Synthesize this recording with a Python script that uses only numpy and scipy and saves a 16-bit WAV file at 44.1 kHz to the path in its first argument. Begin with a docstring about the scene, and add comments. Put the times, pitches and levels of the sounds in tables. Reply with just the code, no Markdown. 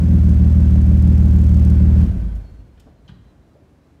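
"""A deep drone, throbbing exhaust pulses and spitting gas: a six-cylinder car idling in a garage,
with one microphone beside the tailpipes. The firings kick the pipe and send out crackling puffs.
The ignition is cut and unfired compressions shudder the engine to rest. A small rotor coasts down
with a faint whine, a few parts click, and the hum of the room is left."""
import sys
import numpy as np
from scipy import signal
from scipy.fft import rfft, irfft
from scipy.io import wavfile

SR = 44100
rng = np.random.default_rng(int(sys.argv[2]) if len(sys.argv) > 2 else 0)


def unload_audio(sound):
    """Save the sound as a 16-bit wav file, at the path given as the first command line argument."""
    columns = np.transpose(np.atleast_2d(sound))
    # keep every value between -1 and 1, then stretch to whole-number steps
    steps = np.round(np.clip(columns, -1, 1) * 32767)
    wavfile.write(sys.argv[1], SR, steps.astype(np.int16))


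N = 176400
T = np.arange(N) / SR
CYLINDER_COUNT = 6
SPIT_AND_WHINE_END_S = 1.7  # shortly before the engine runs down


def amp(db):
    """Decibels to gain."""
    return 10 ** (np.asarray(db) / 20)

def unit_rms(x):
    """Scales to rms 1."""
    return x / np.sqrt(np.mean(x ** 2) + 1e-20)

def unit_idle_rms(x):
    """Scales to rms 1 over the idle, up to where the spits end."""
    return x / np.sqrt(np.mean(x[T < SPIT_AND_WHINE_END_S] ** 2) + 1e-20)

def curve(rows, column=1):
    """One column of a time table at every sample; the end values hold."""
    rows = np.array(rows)
    return np.interp(T, rows[:, 0], rows[:, column])

def at_hz(points, hz):
    """Reads a table along a log-frequency axis."""
    f, value = np.transpose(points)
    return np.interp(np.log(hz + 1), np.log(f + 1), value)

def colour(x, spectrum):
    """Filters by a spectrum table."""
    gain = amp(at_hz(spectrum, np.fft.rfftfreq(2 * N, 1 / SR)))
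    return irfft(rfft(x, 2 * N) * gain)[:N]

def waver(rate_hz):
    """Random wander of rms 1, mostly slower than rate_hz."""
    lowpass = np.exp(-(np.fft.rfftfreq(N, 1 / SR) / rate_hz) ** 2)
    return unit_rms(irfft(rfft(rng.standard_normal(N)) * lowpass, N))

def resonate(x, hz, width, order=2):
    """A resonance of gain 1; a higher order has steeper skirts."""
    carrier, pole = np.exp(2j * np.pi * hz * T), np.exp(-np.pi * width / SR)
    baseband = x / carrier + 1e-18
    for _ in range(order):
        baseband = signal.lfilter([1 - pole], [1, -pole], baseband)
    return 2 * (carrier * baseband).real

def ring(x, modes, order=2):
    """Passes through a table of resonances in parallel."""
    return sum(amp(db) * resonate(x, hz, width, order) for hz, width, db in modes)

def impulses(times, sizes):
    """A train of one-sample kicks."""
    return np.bincount(np.clip(times * SR, 0, N).astype(int), sizes, N + 1)[:N]


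# crank speed, idling and then running down: t/s, speed/rpm
IDLE_RPM = [(0, 818), (.38, 753), (.53, 786), (.69, 755), (.92, 759), (1.06, 779), (1.3, 762), (1.45, 769),
            (1.75, 760), (2.04, 776)]
RUN_DOWN_RPM = [(2.12, 714.7), (2.22, 534), (2.36, 494.2), (2.55, 375), (2.9, 99.34)]

def crank():
    """Each cylinder exhausts once in two turns: the running stroke count, and the time of each."""
    stroke_hz = curve(IDLE_RPM + RUN_DOWN_RPM) / 60 * CYLINDER_COUNT / 2
    strokes = np.cumsum(stroke_hz) / SR - .2  # first stroke comes a fifth of a period in
    return strokes, np.interp(np.arange(int(strokes[-1])), strokes, T)


# drone tones: multiple of the firing rate
DRONE_ORDERS = [1, 1.5, 2, 3, 2.5]
# the same tones: relative level/dB
ORDER_LEVELS = [-28.5, -18, -9.5, -18, -29]
# exhaust at the tailpipes: t/s, drone gain/dB, relative pulse level/dB
EXHAUST_LEVELS = [(0, -7, 2), (.15, -2.5, -1.5), (1, -2, -1.5), (2.04, -2, -1.5), (2.06, -16, -8.5),
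                  (2.12, -5, -11.5), (2.2, -44, -36), (2.5, -59.5, -65)]

def drone(strokes):
    """Low multiples of the firing rate leave the silencer as smooth tones of alternating sign."""
    phase = 2 * np.pi * (strokes + .615)  # runs ahead of the stroke count
    tones = np.zeros(N)
    for i, (order, db) in enumerate(zip(DRONE_ORDERS, ORDER_LEVELS)):
        flutter = 1 + .05 * waver(rate_hz=45)
        tones += (-1) ** (i + 1) * amp(db) * flutter * np.sin(order * phase)
    return np.sqrt(2) * tones * amp(curve(EXHAUST_LEVELS))


# cylinders in firing order: relative level/dB, pulse offset/s
CYLINDER_KICKS = [(-3.5, .0043), (-1, -.0018), (-8, .0039), (0, .0042), (-2.5, .0053), (2, .0038)]
# exhaust pipe resonances: f/Hz, width/Hz, gain/dB
PIPE_MODES = [(102, 59, -22.5), (179.95, 29.4, 1.5), (234.8, 14.8, -6.5), (274.6, 36, -15),
              (341, 15.8, -18.5), (393.4, 38, -28.5), (554.5, 77, -33)]

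def pulses(times, idle_db=-18.5, uneven_db=.9, jitter_s=.00015):
    """Each cylinder kicks the pipe with its own strength, so the note throbs once a cycle."""
    size_db, offset = np.array(CYLINDER_KICKS)[np.arange(len(times)) % CYLINDER_COUNT].T
    early_late, weak_strong = rng.standard_normal((N // 1000, 2))[:len(times)].T
    kicks = impulses(times + offset + jitter_s * early_late, -amp(size_db + uneven_db * weak_strong))
    kicks *= amp(curve(EXHAUST_LEVELS, column=2))
    return amp(idle_db) * unit_idle_rms(ring(kicks, PIPE_MODES))


# rush of gas and machinery: f/Hz, relative density/dB
RUSH_SPECTRUM = [(30, -24), (130, -6.5), (280, 5), (420, -3), (640, -4), (850, -10), (1300, -14.5),
                 (1530, -15), (1800, -16.5), (2700, -21), (3600, -24.5), (6500, -29.5), (11000, -35),
                 (16000, -39)]
# the rush at the microphone: t/s, level/dB
RUSH_ENVELOPE = [(0, -40), (1.95, -39.5), (2.02, -36.5), (2.09, -42.5), (2.3, -48), (2.45, -53.5),
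                 (2.7, -60), (3, -61)]

def rush(strokes):
    """Turbulent gas swells with each stroke and sinks to a faint hiss as the engine stops."""
    swell = 1 + .13 * np.cos(2 * np.pi * (strokes - .25))
    gas = rng.standard_normal(N) * swell
    return unit_rms(colour(gas, RUSH_SPECTRUM)) * amp(curve(RUSH_ENVELOPE))


# spitting gas, close to the tailpipes: f/Hz, relative density/dB
SPIT_SPECTRUM = [(300, -20), (800, -4), (2000, -20.5), (4500, 5.5), (7000, 4.5), (11000, 0), (16000, -4.5)]
# the spits grow as the idle goes on: t/s, level/dB
SPIT_ENVELOPE = [(0, -64), (.7, -65.5), (1.05, -61.5), (2.04, -58.5)]

def spits(times, delay_s=.0071, rise_s=.0023, decay_s=.0039, uneven_db=1.3, crackle_db=2.5):
    """A short crackling puff follows every firing until late in the idle; one bank spits harder."""
    scatter_db = uneven_db * rng.standard_normal(N // 1000)[:len(times)]
    bank_db = -2.5 * (np.arange(len(times)) % 2 == 0)
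    sizes = amp(scatter_db + bank_db) * (times < SPIT_AND_WHINE_END_S)
    age = T[:SR // 10]
    puff = (1 - np.exp(-age / rise_s)) ** 2 * np.exp(-age / decay_s)
    flow = signal.oaconvolve(impulses(times + delay_s, sizes), puff)[:N]
    crackle = rng.standard_normal(N) * amp(crackle_db * waver(rate_hz=1500))
    return amp(curve(SPIT_ENVELOPE)) * unit_idle_rms(colour(flow * crackle, SPIT_SPECTRUM))


# engine metal resonances: f/Hz, width/Hz, gain/dB
METAL_MODES = [(1533, 70, 4.5), (2378, 30, -2), (2662, 33, -2.5), (3297, 350, -11)]
# their ring under the rush: t/s, level/dB
METAL_ENVELOPE = [(0, -63), (2.05, -60), (2.3, -63), (2.6, -77), (2.9, -100)]

def metal():
    """Shaken metal parts ring through the idle and fade as the engine runs down."""
    return amp(curve(METAL_ENVELOPE)) * unit_idle_rms(ring(rng.standard_normal(N), METAL_MODES))


# narrow bands of the whine: f/Hz, width/Hz, starting level/dB
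WHINE_BANDS = [(6280, 41, -69), (13000, 71, -81.5)]

def thin_whine(fade_db_per_s=3):
    """A thin whine fades slowly and stops shortly before the engine runs down."""
    whine = sum(amp(db) * unit_rms(resonate(rng.standard_normal(N), hz, width))
                for hz, width, db in WHINE_BANDS)
    return whine * amp(-fade_db_per_s * T) * (T < SPIT_AND_WHINE_END_S)


# hum in the garage: f/Hz, level/dB
HUM_TONES = [(54, -65.5), (75.4, -58), (148, -68)]
# background noise of the garage: f/Hz, relative density/dB
ROOM_SPECTRUM = [(25, -25), (60, -14.5), (110, 1.5), (180, -3.5), (280, -6.5), (450, -14.5), (700, -19.5),
                 (1400, -26.5), (3000, -37), (6000, -41.5), (15500, -53)]

def room_tone(noise_db=-54):
    """The garage itself, all around the microphone: a wavering low hum over soft steady noise."""
    hum = sum(amp(db) * np.sqrt(2) * np.sin(2 * np.pi * hz * T) * (1 + .18 * waver(rate_hz=4.9))
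              for hz, db in HUM_TONES)
    return hum + amp(noise_db) * unit_rms(colour(rng.standard_normal(N), ROOM_SPECTRUM))


# low rumble: f/Hz, relative density/dB
RUMBLE_SPECTRUM = [(25, -23.5), (55, 2.5), (110, -10), (200, -19.5), (500, -40), (2000, -88.5)]
# the rumble at the microphone: t/s, level/dB
RUMBLE_ENVELOPE = [(2.4, -56.5), (2.6, -45.5), (2.95, -50.5), (3.2, -51.5), (3.5, -59), (4, -69)]

def rumble():
    """A low rumble lies under the idle, swells as the engine stops and dies away."""
    return amp(curve(RUMBLE_ENVELOPE)) * unit_rms(colour(rng.standard_normal(N), RUMBLE_SPECTRUM))


# one sharp spit, then clicks and knocks: t/s, level/dB, centre f/Hz, spread/octaves, decay/s
SPIT_AND_CLICKS = [(0.289, -47, 6000, .9, 0.0069), (2.35, -59, 6040, 1.2, 0.017),
                   (2.773, -60, 2100, 0.71, 0.01), (2.797, -49.5, 4400, 1.04, 0.006),
                   (2.866, -45, 272, 1.01, 0.014), (3.077, -52.5, 3550, 0.47, 0.011),
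                   (3.084, -50.5, 1060, 1.23, 0.014), (3.09, -41, 121, 0.61, 0.06),
                   (3.548, -55.5, 400, 0.56, 0.039)]
# resonances of the clicking parts: f/Hz, width/Hz, gain/dB
PART_MODES = [(600, 58, -2), (1210, 380, -5), (1610, 82, 3), (1830, 140, -7), (3170, 340, 0.5),
              (3620, 580, -9)]

def spit_and_clicks(rise_s=.0048, reverb_db=-5):
    """One sharp spit of gas early in the idle, then clicks and dull knocks as parts settle."""
    octave = np.log2(np.fft.rfftfreq(N, 1 / SR) + 1)
    bursts = np.zeros(N)
    for start, db, hz, spread, decay in SPIT_AND_CLICKS:
        band = np.exp(-.5 * ((octave - np.log2(hz)) / spread) ** 2)
        grit = unit_rms(irfft(rfft(rng.standard_normal(N)) * band, N))
        age = np.maximum(T - start, 0)
        bursts += amp(db) * grit * np.minimum(age / rise_s, 1) * np.exp(-age / decay)
    direct = bursts + ring(bursts, PART_MODES, order=1)
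    return direct + amp(reverb_db) * garage(direct)


# reverberation of the garage: f/Hz, t60/s
GARAGE_T60 = [(100, 0.45), (1000, 0.89), (3500, 0.67), (10000, .25)]

def garage(x):
    """The walls return a diffuse tail whose treble dies first."""
    hz, t, noise = signal.stft(rng.standard_normal(SR), SR, nperseg=256)
    decay = amp(-60 * t / at_hz(GARAGE_T60, hz)[:, None])
    tail = signal.istft(noise * decay, SR, nperseg=256)[1]
    return signal.fftconvolve(x, tail / np.linalg.norm(tail))[:N]


# whine of the coasting rotor: t/s, f/Hz, level/dB
ROTOR_GLIDE = [(2.05, 4610, -90), (2.5, 4335, -75.5), (2.85, 4170, -89), (3.25, 4030, -79),
               (3.6, 3930, -95), (4, 3950, -90)]

def rotor():
    """Once the thin whine ends, a small rotor is heard coasting down: a faint, fluttering tone."""
    tone = np.sqrt(2) * np.sin(2 * np.pi * np.cumsum(curve(ROTOR_GLIDE)) / SR)
    flutter = 1 + .75 * waver(rate_hz=19)
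    return tone * flutter * amp(curve(ROTOR_GLIDE, column=2)) * (T >= SPIT_AND_WHINE_END_S)


# last chugs of the engine: t/s, shudder peak level/dB, pipe peak level/dB
LAST_CHUGS = [(2.066, -12.5, -26.5), (2.096, -12, -33.5), (2.142, -33.5, -18.5), (2.166, -12.5, -24.5),
              (2.219, -14.5, -23.5), (2.258, -18, -25), (2.314, -17.5, -32.5), (2.352, -20, -37),
              (2.413, -26.5, -43.5), (2.451, -42.5, -43.5), (2.515, -29.5, -56.5), (2.59, -33.5, -50)]
# resonances of the shaken silencer: f/Hz, width/Hz, gain/dB
SILENCER_MODES = [(54.3, 17.7, 7), (79.2, 32.3, 0.5), (110.6, 13.3, -4.5)]

def chugs():
    """Unfired compressions, slower and slower, shake the silencer and sound the pipe."""
    times, shudder_db, pipe_db = np.transpose(LAST_CHUGS)
    kick = -1. * (T == 0)
    out = np.zeros(N)
    for modes, db in (SILENCER_MODES, shudder_db), (PIPE_MODES, pipe_db):
        thump = ring(kick, modes)
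        out += signal.fftconvolve(impulses(times, amp(db)), thump / abs(thump).max())[:N]
    return out


def scene():
    """The engine, its small sounds and the garage, in mono from beside the tailpipes."""
    strokes, times = crank()
    engine = drone(strokes) + pulses(times) + rush(strokes) + spits(times) + metal()
    return (engine + thin_whine() + room_tone() + rumble() + spit_and_clicks() + rotor() + chugs())[None]


# low cut of the microphone: f/Hz, gain/dB
MIC_LOW_CUT = [(10, -24), (26, -2), (36, 0)]

def record(dry):
    """The microphone sheds the deepest bass and the recorder cuts the highest treble."""
    band_limit = signal.firwin(511, cutoff=15720, window=("kaiser", 9), fs=SR)
    return signal.oaconvolve(colour(dry[0], MIC_LOW_CUT), band_limit, "same")[None]


dry = scene()
out = record(dry)
unload_audio(out)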